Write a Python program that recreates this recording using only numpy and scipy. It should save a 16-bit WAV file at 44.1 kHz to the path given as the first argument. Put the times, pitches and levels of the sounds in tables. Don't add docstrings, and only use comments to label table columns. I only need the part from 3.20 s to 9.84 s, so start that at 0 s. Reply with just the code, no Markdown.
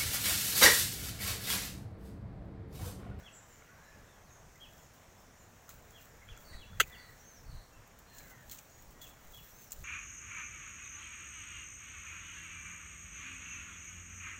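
import sys
import numpy as np
from scipy import signal
from scipy.fft import rfft, irfft, next_fast_len
from scipy.io import wavfile
from scipy.ndimage import uniform_filter1d, map_coordinates

SR = 44100
rng = np.random.default_rng(int(sys.argv[2]) if len(sys.argv) > 2 else 0)


def invert_db(level):
    return 10 ** (np.asarray(level, dtype=float) / 20)


def wrap_up_sound(samples):
    columns = np.atleast_2d(samples).T
    tamed = np.clip(columns, -1, 1)
    steps = np.round(tamed * 32767).astype(np.int16)
    wavfile.write(sys.argv[1], SR, steps)


N = 292824


def unit(x):
    return x / np.sqrt(np.mean(x ** 2) + 1e-20)


def along(points, hz):
    f, db = np.transpose(points)
    return np.interp(np.log(hz + 1), np.log(f + 1), db)


def wobble(rate, n):
    return map_coordinates(rng.standard_normal(int(n * rate / SR) + 4), [np.arange(n) * rate / SR])


def filtered(x, response):
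    m = next_fast_len(N + SR // 2)
    return irfft(rfft(x, m) * response(np.fft.rfftfreq(m, 1 / SR)), m)[:N]


def coloured(x, spectrum):
    return unit(filtered(x, lambda hz: invert_db(along(spectrum, hz))))


def hiss(spectrum):
    return coloured(rng.standard_normal(N), spectrum)


def patchy(patchy_db):
    z = signal.stft(rng.standard_normal(N + 512), nperseg=512)[2]
    field = uniform_filter1d(rng.standard_normal(z.shape), 6, 0)
    field = uniform_filter1d(field, 14, 1)
    return signal.istft(z * invert_db(patchy_db * unit(field)), nperseg=512)[1][:N]


def resonances(modes):
    def response(f):
        total = 0
        for k, (centre, width, db) in enumerate(modes):
            damping = 1j * f * width
            total = total + (-1) ** k * invert_db(db) * damping / (centre ** 2 - f ** 2 + damping)
        return total
    return response


def swells(rows):
    t = np.arange(0, N + 16, 16) / SR
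    power = 0
    for s, db, swell, fade in rows:
        power = power + invert_db(db - 20 * np.maximum((s - t) / swell, (t - s) / fade)) ** 2
    return np.interp(np.arange(N) / SR, t, np.sqrt(power))


def add(track, s, sound):
    part = track[round(s * SR):][:len(sound)]
    part += sound[:len(part)]


def placed(events):
    track = np.zeros(N)
    for s, sound in events:
        add(track, s, sound)
    return track


def note(knots, direct_db, echo_db, t60, breath_hz=0, octave_db=-40, gather_s=.004, flutter_db=1.4):
    s, hz, db = np.transpose(knots)
    t = np.arange(int(s[-1] * SR)) / SR
    edge = np.clip(np.minimum(t, s[-1] - t) / 0.0056, 0, 1)
    pitch = np.interp(t, s, hz) + breath_hz * wobble(330, len(t))
    phase = 2 * np.pi * np.cumsum(pitch) / SR
    size = edge * invert_db(np.interp(t, s, db) + flutter_db * wobble(91.6, len(t)))
    tone = np.sqrt(2) * size * (np.sin(phase) + invert_db(octave_db) * np.sin(2 * phase))
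    lag = np.arange(int(t60 * SR)) / SR
    tail = rng.standard_normal(len(lag)) * invert_db(-60 * lag / t60) * (1 - np.exp(-lag / gather_s))
    tail *= invert_db(echo_db) / np.linalg.norm(tail)
    tail[0] = invert_db(direct_db)
    return signal.fftconvolve(tone, tail)


def timed(knots, **voice):
    return knots[0][0], note(np.subtract(knots, [knots[0][0], 0, 0]), **voice)


def slide(length, start_hz, end_hz, db):
    return [(0, start_hz, db - 5),
            (.25 * length, .93 * start_hz + .07 * end_hz, db - 2),
            (.6 * length, .5 * (start_hz + end_hz), db),
            (length, end_hz, db - 5)]


def calls(rows, **voice):
    track = np.zeros(N)
    for s, length, start_hz, end_hz, db in rows:
        middle = (.35 * length, .72 * start_hz + .28 * end_hz, db)
        add(track, s, note([(0, start_hz, db - 5), middle, (length, end_hz, db - 5)], **voice))
    return track


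# (f/Hz, level/dB per Hz)
YARD_COLOUR = [(12, -20), (20, 2), (116, -1), (347, -11.5), (642, -10), (1570, -15), (1910, -16.5),
               (2390, -20), (4810, -27), (5680, -19.5), (6910, -20), (9400, -32), (12800, -31.5),
               (14700, -27.5), (16000, -38.5)]


def yard():
    return invert_db(-58.78 + 0.25 * wobble(3.45, N)) * coloured(patchy(1.4), YARD_COLOUR)


# (t/s, level/dB)
HERD_LEVEL = [(0.0, -61.0), (0.37, -62.5), (0.7, -61), (1.0, -64), (1.52, -72), (2.35, -68.5), (3.0, -61.5),
              (3.42, -62.5), (3.62, -63), (3.75, -58.5), (4.46, -69), (4.83, -71), (5.12, -65), (5.47, -80),
              (6.12, -65.5), (6.64, -77)]
# (f/Hz, level/dB per Hz)
HERD_COLOUR = [(250, -50), (450, 3), (1000, -6), (1700, 2), (2500, -8), (4000, -50)]


def herd():
    s, db = np.transpose(HERD_LEVEL)
    loudness = invert_db(np.interp(np.arange(N) / SR, s, db, left=-120))
    return invert_db(-4.5) * loudness * coloured(patchy(-0.5), HERD_COLOUR)


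# (t/s, length/s, start f/Hz, end f/Hz, level/dB)
CLEAR_CALLS = [
    (.49, 0.09, 1080, 1170, -69),
    (.62, .12, 3950, 4010, -77),
    (1.044, 0.081, 4600, 3400, -75.5),
    (3.66, .25, 1990, 1930, -63.5),
    (1.974, .04, 5400, 5300, -70),
    (4.512, .14, 2700, 2650, -72.5),
    (5.49, 0.12, 6780, 6700, -64.5),
    (5.74, 0.13, 1900, 1930, -72),
]


def clear_calls():
    return calls(CLEAR_CALLS, direct_db=-1.5, echo_db=-6.5, t60=.48, breath_hz=14)


# (t/s, length/s, start f/Hz, end f/Hz, level/dB)
HOARSE_CALLS = [(0, 0.12, 1450, 1624, -64.5), (0.043, 0.087, 1990, 2050, -69),
                (0.868, 0.16, 3680, 3070, -73), (3.655, 0.26, 1998, 1924, -62),
                (3.68, 0.17, 2200, 2230, -70), (3.686, 0.195, 1480, 1450, -68),
                (4.9, 0.17, 1740, 1620, -63), (5.04, .14, 1560, 1440, -65), (5.03, 0.24, 2100, 1680, -62),
                (4.865, 0.16, 4260, 4000, -65), (6.53, .09, 7100, 6900, -67)]


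def hoarse_calls():
    return calls(HOARSE_CALLS, direct_db=-3, echo_db=-4.5, t60=.45, breath_hz=80)


# (t/s, f/Hz, level/dB)
LONG_CALL = [
    (.472, 1400, -66),
    (.5, 1450, -62),
    (.57, 1520, -66),
    (.64, 1680, -70),
    (.68, 1725, -65),
    (.76, 1700, -64),
    (.8, 1700, -71),
    (.95, 1690, -73),
]


def long_call():
    return placed([timed(LONG_CALL, direct_db=-1.5, echo_db=-8, t60=.45, breath_hz=45)])


# (t/s, length/s, start f/Hz, end f/Hz, level/dB)
FAR_BIRDS = [
    (0.122, 0.035, 7700, 6700, -51),
    (.28, .1, 7400, 6000, -65.5),
    (1.09, 0.04, 6750, 6300, -58.5),
    (2.168, 0.05, 7350, 6700, -62),
    (1.575, 0.05, 7400, 6000, -63),
]


def far_birds():
    voice = dict(direct_db=-10, echo_db=-1, t60=.45, breath_hz=150, gather_s=.008)
    return placed((s, note(slide(*call), **voice)) for s, *call in FAR_BIRDS)


# (t/s, length/s, start f/Hz, level/dB)
SLIDES_DOWN = [
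    (3.24, 0.1, 4480, -56.5),
    (3.724, 0.1, 4620, -59.5),
    (4.25, .09, 4540, -60.5),
]


def hoarse_bird():
    voice = dict(direct_db=-12, echo_db=-1.5, t60=.55, breath_hz=85, octave_db=-11, gather_s=.035, flutter_db=2)
    return placed((s, note(slide(length, hz, .835 * hz, db), **voice)) for s, length, hz, db in SLIDES_DOWN)


# (t/s, f/Hz, level/dB)
WHISTLE = [
    (0, 6800, -5),
    (.02, 5900, -6),
    (.038, 5600, -6),
    (.06, 6130, -4.5),
    (.085, 6390, -1),
    (.12, 6370, 0),
    (.17, 6000, -5.5),
    (.205, 5450, -6),
    (.235, 5080, -8),
]
# (t/s, level/dB)
WHISTLE_TIMES = [
    (3.98, -58.5),
    (6.285, -60.5),
]


def thin_whistles():
    voice = dict(direct_db=-3.5, echo_db=-8, t60=0.4, breath_hz=35, flutter_db=2.5)
    return placed((s, invert_db(db) * note(WHISTLE, **voice)) for s, db in WHISTLE_TIMES)


# (t/s, length/s, start f/Hz, end f/Hz, level/dB)
WALL_RETURNS = [(.1, .06, 3380, 3370, -72), (1.45, .035, 3290, 3300, -60), (1.49, .06, 3310, 3300, -72),
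                (1.57, .05, 3280, 3290, -72), (3.728, .095, 4640, 4620, -71), (3.27, .1, 4500, 4480, -71),
                (2.8, .06, 3350, 3340, -72), (3.147, .04, 3380, 3370, -65), (3.44, .06, 3400, 3390, -65),
                (3.5, .06, 3400, 3390, -66), (3.75, .08, 3500, 3490, -66), (5.9, .03, 3400, 3390, -64),
                (6.21, .05, 3372, 3360, -68), (4.13, .1, 6420, 6400, -72)]


def wall_returns():
    return calls(WALL_RETURNS, direct_db=-3, echo_db=-5, t60=.3, breath_hz=50)


# (t/s, held f/Hz, held level/dB, drop level/dB, hold/s)
HELD_NOTES = [
    (0.031, 3380, -59, -53.5, 0.036),
    (1.398, 3300, -54.5, -56, 0.043),
    (2.727, 3350, -60.5, -59, 0.044),
    (3.074, 3350, -57.5, -58, 0.036),
    (3.378, 3390, -63, -55.5, 0.04),
    (3.714, 3500, -58, -56.5, .024),
    (5.807, 3384, -55, -59, 0.04),
    (6.132, 3372, -53.5, -58.5, 0.046),
]


def dropping_bird():
    voice = dict(direct_db=-3, echo_db=-6.5, t60=0.33, breath_hz=65, flutter_db=2.2)
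    track = np.zeros(N)
    for s, held_hz, held_db, drop_db, hold in HELD_NOTES:
        end_hz = .77 * held_hz
        knots = [(0, held_hz, held_db - 7),
                 (.015, held_hz - 30, held_db - 2),
                 (hold - .008, held_hz, held_db + 1),
                 (hold, held_hz - 90, drop_db),
                 (hold + .012, .35 * held_hz + .65 * end_hz, drop_db),
                 (hold + .022, end_hz + 30, drop_db - 3),
                 (hold + .032, end_hz - 40, drop_db - 12)]
        add(track, s, note(knots, **voice))
    return track


# (t/s, length/s, top f/Hz, level/dB)
NEAR_CLUCKS = [
    (1.347, .03, 2070, -61),
    (1.382, .02, 1900, -67),
    (3.012, .032, 2150, -57),
    (3.322, .034, 2000, -55),
]


def clucks():
    voice = dict(direct_db=-1, echo_db=-9, t60=.25, breath_hz=50)
    return placed((s, note([(0, .93 * hz, db - 8), (.5 * length, hz, db), (length, .92 * hz, db - 7)], **voice))
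                  for s, length, hz, db in NEAR_CLUCKS)


# (t/s, sway level/dB, bump level/dB)
GRIP_SHIFTS = [(2.95, -66, -62), (3.12, -46, -53.5), (3.24, -58, -83), (3.36, -45.5, -53), (3.53, -61, -49),
               (3.6, -49, -46), (3.89, -58, -60), (4.3, -52, -51), (4.35, -44.5, -48.5), (4.59, -55, -60.5),
               (4.98, -58.5, -68), (5.29, -61, -60), (5.69, -52, -74), (6.08, -53, -64), (6.63, -45, -49.5)]
# (f/Hz, level/dB per Hz)
SWAY_COLOUR = [(12, 5), (35, 10), (60, -3.5), (120, -43.5)]
# (f/Hz, level/dB per Hz)
BUMP_COLOUR = [(30, -20), (70, 2), (120, -4), (220, -16), (450, -60)]


def hand():
    swell_s, fade_s = .1, .09
    sway = swells([(s, sway_db, swell_s, fade_s) for s, sway_db, _ in GRIP_SHIFTS])
    bump = swells([(s, bump_db, swell_s, fade_s) for s, _, bump_db in GRIP_SHIFTS])
    return sway * hiss(SWAY_COLOUR) + bump * hiss(BUMP_COLOUR)


# (t/s, peak level/dB, 20 dB swell/s, 20 dB fade/s)
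TIP_BRUSHES = [
    (.7, -73, .8, .8),
    (1.4, -72, .2, .15),
    (2.25, -71, .25, .25),
    (3.05, -71, .25, .25),
    (4.15, -70, .8, .8),
    (5.98, -68, .1, .1),
    (6.24, -54.5, .25, .35),
]
# (f/Hz, level/dB per Hz)
TIP_COLOUR = [(8000, -40), (12000, -12), (14500, 0), (16500, 0)]


def leaf_tips():
    return swells(TIP_BRUSHES) * invert_db(2 * wobble(60, N)) * hiss(TIP_COLOUR)


# (t/s, length/s, level/dB)
HOOF_SCUFFS = [
    (3.08, .11, -68),
    (3.315, .06, -64),
    (2.487, .03, -62),
    (4.99, .04, -67),
]
# (f/Hz, level/dB per Hz)
STRAW_COLOUR = [(600, -27), (1300, -7), (2200, 3), (4500, -6), (6800, -1), (9000, -35), (12000, -40)]


def scuffs():
    t = np.arange(N) / SR
    strokes = 0
    for s, length, db in HOOF_SCUFFS:
        strokes = strokes + invert_db(db) * np.sin(np.pi * np.clip((t - s) / length, 0, 1))
    return strokes * invert_db(3 * wobble(150, N)) * hiss(STRAW_COLOUR)


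# (t/s, peak level/dB, 20 dB swell/s, 20 dB fade/s)
HEAP_SHOVES = [(0, -75, .1, .2), (.29, -71, .06, .3), (1.11, -78, .15, .15), (1.59, -70, .45, .2),
               (2.02, -75, .4, .13), (2.54, -68, .3, .36), (2.821, -66, .25, .25), (3.66, -63, .17, .35),
               (3.9, -70, .1, 1.1), (4.986, -57, .1, .15), (5.11, -62, .15, .04), (5.37, -61, .3, .21),
               (5.63, -66, .18, .2), (5.9, -60, .15, .06), (6.172, -62, .3, .7), (6.422, -61, .08, .09),
               (6.59, -62, .3, .6)]
# (t/s, peak level/dB, 20 dB fade/s)
LEG_FLICKS = [(.15, -71, .05), (.94, -76, .1), (1.745, -68, .1), (2.495, -54, .06), (2.707, -67, .08),
              (3.195, -65, .38), (4.676, -62, .015), (4.788, -62, .03), (5.316, -50, .1), (5.708, -62, .05),
              (5.82, -54, .085), (6.525, -49, .026)]
# (f/Hz, level/dB per Hz)
FROND_COLOUR = [(700, -36), (1500, -12), (3000, -8), (4200, -5.5), (5000, -12), (7100, 0.5), (9600, -12.5),
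                (12000, -8.5), (14000, -1.5), (15500, 4), (16500, 3)]


def rustle():
    grains = (rng.random(N) < 500 / SR) * invert_db(3.2 * rng.exponential(size=N))
    fade = invert_db(-60 * np.arange(SR // 100) / SR / 0.013)
    flares = signal.fftconvolve(grains, fade)[:N]
    rub = unit(patchy(.8)) * (invert_db(1.2 * wobble(40, N)) + .4 * flares)
    flicks = [(s, db, .007, fade_s) for s, db, fade_s in LEG_FLICKS]
    return invert_db(7.0) * swells(HEAP_SHOVES + flicks) * coloured(rub, FROND_COLOUR)


# (t/s, level/dB, f/Hz)
HOOF_KNOCKS = [(.422, -49, 2200), (.421, -49, 1400), (3.572, -53, 1900), (3.572, -55, 2450),
               (3.398, -54, 2100), (3.167, -54, 2300), (3.345, -50, 1250), (3.368, -51, 1350),
               (5.386, -52, 2850), (1.108, -56, 2500), (1.106, -56, 1900), (2.49, -44, 1370),
               (3.088, -44.5, 3200), (3.089, -48, 2400), (3.088, -49, 1400), (5.815, -51, 4300),
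               (5.297, -48, 4150), (5.307, -52, 4350), (5.315, -47, 4200), (5.315, -47, 3350),
               (5.01, -53, 2300), (5.297, -53, 3400), (2.81, -52, 1800), (3.173, -47, 1390),
               (3.531, -47, 1410), (5.388, -50.5, 2430)]


def hoof_knocks():
    t = np.arange(SR // 40) / SR
    onset = 1 - np.exp(-t / .0008)
    return placed((s, invert_db(db + 1 - 60 * t / 0.02) * onset * np.sin(2 * np.pi * hz * t))
                  for s, db, hz in HOOF_KNOCKS)


# (t/s, peak level/dB, low part level/dB, top part level/dB)
RIB_CRACKS = [(.7858, -56, -12, -4), (1.3573, -54, -12, 0), (1.3785, -54, -14, -2), (1.409, -54, -6, -8),
              (1.428, -60, -12, 6), (1.5265, -55, -8, -6), (1.5796, -50, -14, -6), (1.7364, -57, -8, 2),
              (1.8343, -54, -12, -6), (2.481, -53, -10, 0), (2.4916, -42, -6, 5), (2.5018, -46, -8, 3),
              (2.7072, -51, -15, -4), (2.8104, -56, 1, 2), (2.8155, -54, -8, 0), (3.1665, -51, -12, -4),
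              (3.1755, -46, -15, -2), (3.187, -51, -12, -4), (4.6765, -58, -7, 4), (4.7888, -57, -12, 10),
              (4.7932, -54, -12, 4), (4.899, -56, -8, -6), (4.9414, -56, -3, 0), (4.984, -44, -15, -8),
              (4.9868, -45, -15, -8), (4.9897, -45, -15, -8), (5.0828, -54, -5, -4), (5.1095, -53, -2, 4),
              (5.2967, -39, -7, 0), (5.3134, -34, -10, 1), (5.32, -42, -10, -2), (5.324, -44, -10, -2),
              (5.3488, -50, -9, 5), (5.373, -48, -12, -8), (5.384, -48, -6, -10), (5.3884, -37, -14, -12),
              (5.4978, -51, -17, -10), (5.6235, -54, -17, 7), (5.816, -45, -5, 0), (5.84, -52, -14, 6),
              (5.8687, -47, -14, -6), (5.883, -52, -6, -4), (6.0735, -58, -12, 3), (6.174, -53, -12, 6),
              (6.5075, -40, -18, -4), (6.5198, -29, -20, 0), (6.5275, -38, -16, 3), (6.5322, -37, -18, -6)]


def rib_cracks():
    low, middle, top = np.zeros((3, N))
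    t = np.arange(SR // 40) / SR
    for s, db, low_db, top_db in RIB_CRACKS:
        burst = invert_db(db - 2 - 60 * t / .009) * rng.standard_normal(len(t))
        burst += invert_db(db - 15 - 60 * t / .04) * rng.standard_normal(len(t))
        burst *= 1 - np.exp(-t / 0.00013)
        add(middle, s, burst)
        add(low, s, invert_db(low_db) * burst)
        add(top, s, invert_db(top_db) * burst)
    middle_body = resonances([(7000, 2000, 5)])
    return (filtered(low, resonances([(1500, 900, 5), (3750, 1000, 8)]))
            + filtered(middle, lambda hz: middle_body(hz) ** 2)
            + filtered(top, resonances([(14600, 4200, 5.4)])))


# (t/s, f/Hz, level/dB)
SQUEAKS = [
    [(3.621, 1900, -50), (3.629, 2300, -51), (3.632, 2350, -58), (3.635, 2500, -48), (3.639, 2650, -47),
     (3.645, 2900, -53)],
    [(3.627, 6650, -52), (3.633, 6660, -46), (3.638, 6700, -53)],
    [(3.616, 11800, -62), (3.625, 11700, -61), (3.635, 11800, -65)],
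]
# (t/s, f/Hz, level/dB)
ROOT_SHUDDER = [
    (3.6, 760, -43),
    (3.607, 700, -40),
    (3.6105, 500, -38),
    (3.614, 430, -39),
    (3.622, 270, -46),
]


def spring_apart():
    squeaks = placed(timed(knots, direct_db=0, echo_db=-12, t60=.05, breath_hz=250) for knots in SQUEAKS)
    return squeaks + placed([timed(ROOT_SHUDDER, direct_db=-1.5, echo_db=-20, t60=.05)])


# (t/s, level/dB, splinter level/dB)
FIBRES = [(3.5997, -20, 2), (3.6015, -11, -2), (3.6030, -16, 0), (3.6046, -14, 3), (3.6060, -11.2, -1),
          (3.6075, -15, 3), (3.6087, -20, 5), (3.6106, -21, 7), (3.6120, -25, 4), (3.6130, -24, 9),
          (3.6144, -31, 12), (3.6158, -34, 13), (3.6172, -39, 13), (3.6195, -37, 11)]
# (f/Hz, width/Hz, level/dB)
WHOLE_STALK = [(1450, 280, 10.5), (1950, 450, 2.5), (2550, 400, -3.5), (3180, 220, 2), (4100, 1000, -13),
               (5100, 300, -40), (6200, 600, -8.5), (7400, 1600, -12.5), (9700, 1000, -19),
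               (11900, 300, -32), (13000, 1000, -23), (15600, 1400, -24)]
# (f/Hz, width/Hz, level/dB)
SPLIT_STALK = [(1500, 500, 3), (2050, 500, 3), (2600, 500, 1), (3180, 400, 2), (4300, 900, -10),
               (5300, 300, -40), (6200, 700, -9), (7400, 1600, -12), (9700, 1000, -19), (11900, 300, -32),
               (13000, 1000, -20), (15600, 1400, -23)]


def snap():
    whole, split = np.zeros((2, N))
    t = np.arange(SR // 200) / SR
    crumbs = [(FIBRES[-1][0] + .0011 * (k + .8 * rng.random()), -40 - .6 * k, 6) for k in range(1, 16)]
    for s, db, splinter_db in FIBRES + crumbs:
        crack = .2 * invert_db(splinter_db - 60 * t / 0.0055) * np.diff(rng.standard_normal(len(t) + 1))
        crack[0] = 1
        add(whole if s < 3.608 else split, s, invert_db(db + 23) * crack)
    upper_gap = resonances([(10900, 1300, -3)])
    lower_gap = resonances([(5300, 500, -2)])

    def radiation(hz):
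        thin = hz ** 4 / (hz - 790j) ** 4
        return thin * (1 - upper_gap(hz)) * (1 - lower_gap(hz))

    rung = filtered(whole, resonances(WHOLE_STALK)) + filtered(split, resonances(SPLIT_STALK))
    return filtered(rung, radiation)


def scene():
    mix = yard() + herd()
    mix += rustle() + scuffs() + hand()
    mix += rib_cracks() + hoof_knocks()
    mix += snap() + spring_apart()
    mix += dropping_bird() + thin_whistles() + hoarse_bird() + far_birds()
    mix += clear_calls() + hoarse_calls() + wall_returns() + clucks() + long_call()
    mix += leaf_tips()
    return mix[None]


def top_cut(x):
    return signal.sosfilt(signal.butter(12, 17010, fs=SR, output="sos"), x)


def record(dry):
    mix = filtered(dry[0], lambda hz: np.where(hz < 15800, 1, invert_db(-45)))[None]
    return top_cut(mix)


dry = scene()
out = record(dry)
wrap_up_sound(out)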